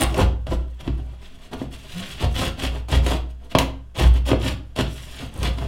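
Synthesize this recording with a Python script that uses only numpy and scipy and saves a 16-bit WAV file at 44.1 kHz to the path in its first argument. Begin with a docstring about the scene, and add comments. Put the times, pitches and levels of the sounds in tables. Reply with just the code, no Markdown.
"""A hand saw works into the edge of a plasterboard wall in short, uneven strokes, one close microphone in a
bare room. Random crumb-sized fractures, paced by the teeth, shake modes of the hollow wall, the board and the
gripped blade. Now and then a tooth snags with a knock or skips with a steely ping; the bent wall rebounds after
each stroke. Between cuts a glove or sleeve brushes lightly over the board, or the blade scratches in its slot;
one soft low tone swells as it is shifted. The bare room answers every contact, over a faint, wavering rumble of
still air."""
import sys
import numpy as np
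from scipy import signal
from scipy.fft import rfft, irfft
from scipy.io import wavfile

SR = 44100
rng = np.random.default_rng(int(sys.argv[2]) if len(sys.argv) > 2 else 0)


def wav_record(signal):
    """Record a signal, one row per channel, as 16-bit PCM in the file named by sys.argv[1]."""
    frames = np.transpose(np.atleast_2d(signal))
    bounded = np.clip(frames, -1, 1)
    # unit amplitude maps onto the largest positive 16-bit level
    quanta = np.round(bounded * 32767).astype(np.int16)
    wavfile.write(sys.argv[1], SR, quanta)


N = 250047
TIME = np.arange(N) / SR

# saw strokes, hard and light; boom is the wall against the force, brightness tilts rasp and grit:
# hardest_s, length_s, force_db, boom_db, brightness_db
STROKES = [ (.02, 0.094, -19.5, -0.5, 0.5), (.11, 0.11, -33, 4, -0.5), (.204, .115, -20, 7, -2),
           (.482, .04, -32.5, 10, -7.5), (0.524, 0.08, -29, 9, -2), (.615, .11, -50, 13.5, -5),
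           (0.809, 0.0402, -42, 6, 4.5), (.87, 0.088, -38.5, 16, -1.5), (0.986, 0.044, -47, 15, -3),
           (1.142, .12, -72, -5, 13.5), (1.249, .11, -66.5, 7.5, 23), (1.335, .14, -57, 3, 8.5),
           (1.445, .14, -52, -6, 7.5), (1.536, 0.052, -27.5, -4.5, -6.5), (1.612, .13, -41, 12, 1),
           (1.74, .07, -46, 3, 13), (2.0, .03, -34.5, -3, 5), (2.11, .08, -52.5, 16, 15),
           (2.23, .1, -27, 11, 0.5), (2.426, 0.18, -26.5, 7, 7.5), (2.639, 0.14, -28.5, 6.5, 5),
           (2.762, 0.12, -40.5, 7, 4), (2.941, .12, -23.5, 9.5, 1.5), (3.104, 0.17, -25.5, -5, 3.5),
           (3.307, .04, -64, -4, 19.5), (3.447, .1, -49, -6, -0.5), (3.519, 0.04927, -41, 7, 8),
           (3.616, 0.063, -23.5, 5.5, -3), (4.026, .16, -24, 10.5, 3.5), (4.165, .07, -33, 2, 2),
           (4.298, 0.097, -27, 1, 4), (4.472, 0.16, -29.5, 9.5, 5.5), (4.797, 0.083, -24, 2.5, 1.5),
           (5.226, .13, -39.5, 10.5, -7), (5.386, 0.14, -37, 15, 1.5), (5.457, 0.1, -24, 1, 0.5),
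           (5.62, 0.2, -37.5, 9, 0.5)]
# the bare room, one row each for wall, board, rasp and grit; level is against the direct sound:
# t60_s, level_db
ROOM = [(0.52, -0.5), (0.38, -4), (0.32, -3.5), (0.23, -7)]


def undb(db):
    """Decibels to gain."""
    return 10 ** (np.asarray(db) / 20)


def unit(x):
    """Scale to rms 1."""
    return x / np.sqrt(np.mean(x ** 2))


def blow(x):
    """Scale a short sound to the energy of 10 ms at rms 1."""
    return x * np.sqrt(SR / 100) / np.linalg.norm(x)


def convolve(x, response):
    """Pass a sound through an impulse response."""
    return signal.fftconvolve(x, response)[:len(x)]


def add(track, s, sound):
    """Mix a short sound into a track at time s."""
    i = int(s * SR)
    track[i:i + len(sound)] += sound[:len(track) - i]


def walk(rate):
    """Smooth chance with a spread near 1, heading for a new random value rate times a second."""
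    knots = np.arange(0, N / SR + 1, 1 / rate)
    return 1.3 * np.interp(TIME, knots, rng.standard_normal(len(knots)))


def colour(points, size=32768):
    """Causal impulse response of a (Hz, dB) spectrum."""
    hz, db = np.transpose(points)
    freqs = np.maximum(np.arange(size // 2 + 1) * SR / size, 1)
    spectrum_db = np.interp(np.log(freqs), np.log(hz), db)
    # folding the cepstrum gives minimum phase: the energy comes as early as it can
    cepstrum = irfft(np.log(undb(spectrum_db)))
    cepstrum[1:size // 2] *= 2
    cepstrum[size // 2 + 1:] = 0
    return irfft(np.exp(rfft(cepstrum)))


def resonate(x, hz, t60):
    """One mode, gain 1 at its centre; a longer t60 makes it narrower."""
    width_hz = np.log(1000) / (np.pi * t60)
    return signal.lfilter(*signal.iirpeak(hz, hz / width_hz, fs=SR), x)


def register(x, index):
    """One of four adjoining frequency ranges: wall, board, rasp, grit."""
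    # borders between the registers: crossover_hz
    crossovers = [170, 1500, 5500]
    edges = [None] + list(crossovers) + [None]
    for hz, kind in zip(edges[index:index + 2], ("highpass", "lowpass")):
        if hz:
            sos = signal.butter(2, hz, kind, fs=SR, output="sos")
            x = signal.sosfilt(np.vstack([sos, sos]), x)
    return x


def strokes(grain_db=1.5, tooth_hz=300, tooth_depth=0.55, patchy_db=1.0, flutter_db=2.5, light_db=-40,
            wall_lag_s=0.016):
    """Force on each register: hard strokes tear coarse crumbs, light ones only scratch."""
    power, speed = effort()
    # teeth pass unevenly, faster in mid-stroke; tooth_hz is a base that blade speed scales
    tooth_rate = tooth_hz * (.35 + speed) * undb(2.2 * walk(150))
    teeth = 1 + tooth_depth * np.cos(2 * np.pi * np.cumsum(tooth_rate) / SR)

    dust = rng.standard_normal(N)
    crumb_sizes = undb(grain_db * np.minimum(rng.exponential(size=N), 4))
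    # on average one sample in ten carries a fracture, pushing either way
    breaks = rng.choice([-1, 1], N) * (rng.random(N) < .1)
    crumbs = unit(breaks * crumb_sizes * teeth * undb(patchy_db * walk(170)))

    # light_db: rasp level at which crumbs and dust share the power equally
    coarse = power[2] / (power[2] + undb(light_db) ** 2)
    fracture = np.sqrt(coarse) * crumbs + np.sqrt(1 - coarse) * dust
    # each patch of gypsum breaks with a colour of its own
    board, rasp, grit = (np.sqrt(p) * fracture * unit(undb(flutter_db * walk(110))) for p in power[1:])
    # the heavy wall feels only the overall drag and starts to swing late
    wall = dust * np.sqrt(np.interp(TIME - wall_lag_s, TIME, power[0]))

    board = edge_echo(board, echo=0.48, round_trip_s=0.004506)
    rasp = edge_echo(rasp, echo=0.12, round_trip_s=0.001913)
    grit = edge_echo(grit, echo=.4, round_trip_s=.0007)
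    return wall, board, rasp, grit


def effort(bite_db=18, grip=5.9, rise_share=.53, slide_fade_s=0.049):
    """Power on each register and blade speed: strokes bite and ease off; slides and rest only scratch."""
    # the resting blade scratches faintly in its slot: wall_db, board_db, rasp_db, grit_db
    rest_levels = (-55, -60.5, -67.5, -75.5)
    # light slides between the cuts, one curve per slide: time_s, rasp_db, treble_db
    slide_curves = [
        [(1.78, -54.5, -59.5), (1.98, -44, -50.5), (2.134, -42, -50), (2.166, -49, -56), (2.23, -37.5, -52),
         (2.284, -58, -68), (2.33, -52, -48.5)],
        [(4.88, -45, -65), (4.91, -53, -56), (4.98, -48.5, -50), (5.108, -51, -53.5), (5.214, -42.5, -52),
         (5.24, -48.5, -54.5), (5.28, -53.5, -67)],
    ]
    # wall, board and rasp against a slide's rasp curve, grit against its treble curve:
    # wall_db, board_db, rasp_db, grit_db
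    slide_levels = (0, -3, 2, 0.5)
    drag_db, rasp_base_db, grit_base_db = -1.5, -8.5, -18  # wall, rasp and grit against a stroke's force

    power = np.outer(undb(rest_levels), undb(2 * walk(2.01))) ** 2
    speed = np.zeros(N)
    for s, length, force_db, boom_db, bright_db in STROKES:
        start = s - rise_share * length  # rise_share of the stroke is spent biting in
        push = np.interp(TIME, [start, s, start + length], [0, 1, 0])
        pressure = undb(-bite_db * (1 - push) ** 1.68) * np.minimum(grip * push, 1)
        offsets_db = np.array([drag_db + boom_db, 0, rasp_base_db + bright_db, grit_base_db + bright_db])
        power += np.outer(undb(force_db + offsets_db), pressure) ** 2
        speed = np.maximum(speed, push)

    for slide in slide_curves:
        s, rasp_db, treble_db = np.transpose(slide)
        contact = np.interp(TIME, [s[0] - slide_fade_s, s[0], s[-1], s[-1] + slide_fade_s], [0, 1, 1, 0])
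        for k, curve_db in enumerate((rasp_db, rasp_db, rasp_db, treble_db)):
            level_db = slide_levels[k] + np.interp(TIME, s, curve_db)
            power[k] += (contact * undb(level_db)) ** 2
    return power, speed


def edge_echo(x, echo, round_trip_s):
    """Waves return from the edge of blade or board; the path wanders about round_trip_s as the saw travels."""
    lag = round_trip_s * undb(2 * walk(3))
    return (x + echo * np.interp(TIME - lag, TIME, x)) / np.hypot(1, echo)


def responses():
    """How wall, board, rasp and grit answer one fracture, room included; each has unit energy."""
    # colour of a fracture heard through board and blade: frequency_hz, level_db
    cut_colour = [(22, 3.5), (42, -1.5), (85, 1.5), (150, 3.5), (200, -2.5), (420, -6), (640, -7.5),
                  (1200, -12), (2050, -16), (2800, -18), (3500, -19), (4200, -20), (5800, -26.5),
                  (9200, -29), (15500, -40.5)]
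    # modes of the hollow wall, the board and the gripped blade; level is over the broad response:
    # frequency_hz, t60_s, level_db
    cut_modes = [(60.3, 0.99, 22), (85.52, 0.33, 6), (102.1, 0.25, 7), (135.7, 0.35, 7.5),
                 (269.05, 0.13, 8.5), (333.3, 0.082, 2), (536, 0.08, -3.5), (635, 0.07, -2),
                 (962, 0.87, -43), (1093, 0.34, -9), (2780, 0.011, -0.5), (3100, 0.0061, -2),
                 (3290, 0.011, 3.5)]

    broad = signal.sosfilt(signal.butter(2, 20, "highpass", fs=SR, output="sos"), colour(cut_colour))
    body = broad + sum(undb(db) * resonate(broad, hz, t60) for hz, t60, db in cut_modes)
    t = TIME[:len(body)]
    echoes = rng.standard_normal(len(t)) * (1 - np.exp(-t / 0.0013))  # the room builds up within ms

    answers = []
    for k, (t60, wet_db) in enumerate(ROOM):
        direct = register(body, index=k)
        wet = convolve(direct, echoes * np.exp(-np.log(1000) * t / t60))
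        both = direct / np.linalg.norm(direct) + undb(wet_db) * wet / np.linalg.norm(wet)
        answers.append(both / np.linalg.norm(both))
    return answers


def rebound(wall_answer, late_s=0.02464, contact_s=0.0019, release_db=1):
    """As each stroke eases off, the bent wall springs back and booms."""
    out, t = np.zeros(N), TIME[:SR // 50]
    boom = blow(convolve(wall_answer, np.exp(-t / contact_s)))
    for s, _, force_db, boom_db, _ in STROKES:
        add(out, s + late_s, undb(force_db + boom_db + release_db) * boom)
    return out


def snags(answers, crumble_s=0.0049, ring_t60=0.014, ring_db=9, crack=1.4):
    """A caught tooth lets go: a jolt with a spray of crumbs, and the board rings at that spot."""
    # a tooth snags or breaks through; tilt is per register above the board:
    # time_s, ring_hz, force_db, tilt_db
    snag_events = [ (0.143, 627, -28, -5.5), (0.4679, 654, -32.5, -8.5), (0.8769, 302.6, -22, -17),
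                   (1.532, 338, -34, -7), (1.616, 269.6, -24.5, -39), (2.243, 630, -23.5, -23),
                   (2.635, 636.6, -29, -3), (2.885, 900, -38, -5), (2.928, 890, -25, -7.5),
                   (3.064, 492, -25, -3.5), (3.5506, 1048, -9.5, -12.5), (3.5855, 965.6, -20, 1),
                   (3.995, 644, -25, -7), (4.315, 278, -11.5, -17), (4.332, 481.6, -16, -37),
                   (4.762, 610, -33.5, -3), (4.788, 328.5, -24, -5.5), (4.808, 261.5, -22.5, -5.5),
                   (5.43, 320, -30, -1), (5.585, 1069, -34.5, -6.5)]
    snag_wall_db, snag_grit_db = -2.5, -7  # against the force
    wall_give_db = -18  # the most that a short jolt moves the heavy wall

    out, t = np.zeros(N), TIME[:SR // 20]
    for s, ring_hz, force_db, tilt_db in snag_events:
        wall_db = min(force_db + snag_wall_db, wall_give_db)
        grit_db = force_db + 2 * tilt_db + snag_grit_db
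        levels_db = wall_db, force_db, force_db + tilt_db, grit_db
        spray = rng.standard_normal(len(t)) * np.exp(-t / crumble_s)
        jolt = np.exp(-t / 0.00028)
        knock = crack * jolt + spray
        knock = knock + undb(ring_db) * resonate(knock, ring_hz, ring_t60)
        for force, answer, db in zip((jolt, knock, spray, spray), answers, levels_db):
            add(out, s, undb(db) * blow(convolve(answer, force)))
    return out


def skips(ping_hz=9050, ping_t60=0.003, scrape_db=-17, slip_s=0.0019, period_s=0.0084, room_db=-11):
    """Each skipping tooth scrapes for a moment and excites a high resonance of the blade."""
    # teeth skip and ping the steel, singly or in a chattering run: start_s, length_s, level_db
    skip_runs = [(.0097, .027, -27.5), (0.179, .004, -39.5), (4.139, .004, -53), (5.34, .004, -50.5),
                 (5.377, .004, -49), (5.39, .004, -49.5), (5.4301, .004, -40.5)]
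    out, t = np.zeros(N), TIME[:SR // 50]
    for start, length, db in skip_runs:
        for s in np.arange(start, start + length, period_s):
            scrape = rng.standard_normal(len(t)) * np.exp(-t / slip_s)
            ping = resonate(scrape, ping_hz, ping_t60)
            add(out, s, undb(db) * blow(ping + undb(scrape_db) * scrape))
    grit_t60 = ROOM[-1][0]
    tail = rng.standard_normal(SR // 2) * np.exp(-np.log(1000) * TIME[:SR // 2] / grit_t60)
    return out + undb(room_db) * convolve(out, tail / np.linalg.norm(tail))


def low_tone(start_hz=168, end_hz=192, db=-30):
    """A short, soft low tone swells and rises a little, wavering in pitch, while the blade is shifted."""
    swell = np.interp(TIME, [1.935, 1.975, 2.01, 2.09], [0.022, 1, 0.47, 0.019])
    glide_hz = np.interp(TIME, [1.94, 2.04], [start_hz, end_hz])
    hz = glide_hz * (1 + 0.045 * walk(30.4))
    return undb(db) * swell * unit(np.sin(2 * np.pi * np.cumsum(hz) / SR))


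def air(level_db=-45):
    """Faint room rumble: coloured noise with a slowly wavering level."""
    # relative spectrum of the still air of the room: frequency_hz, density_db (per Hz)
    air_colour = [(22, 12), (50, -21.5), (110, -16), (300, -23.5), (700, -38), (1600, -30), (3200, -57),
                  (6000, -43.5), (15500, -53)]
    rumble = unit(convolve(rng.standard_normal(N), colour(air_colour)))
    return undb(level_db + 0.6 * walk(0.57)) * rumble


def scene():
    """Saw, wall and room reach both channels alike."""
    answers = responses()
    sawing = sum(convolve(force, answer) for force, answer in zip(strokes(), answers))
    mono = sawing + rebound(answers[0]) + snags(answers) + skips() + low_tone() + air()
    return np.array([mono, mono])


def record(dry, top_hz=15900):
    """The recorder rounds the highest peaks and cuts the top."""
    rounded = np.tanh(0.78 * dry) / 0.64
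    return signal.sosfilt(signal.ellip(10, .2, 80, top_hz, fs=SR, output="sos"), rounded)


dry = scene()
out = record(dry)
wav_record(out)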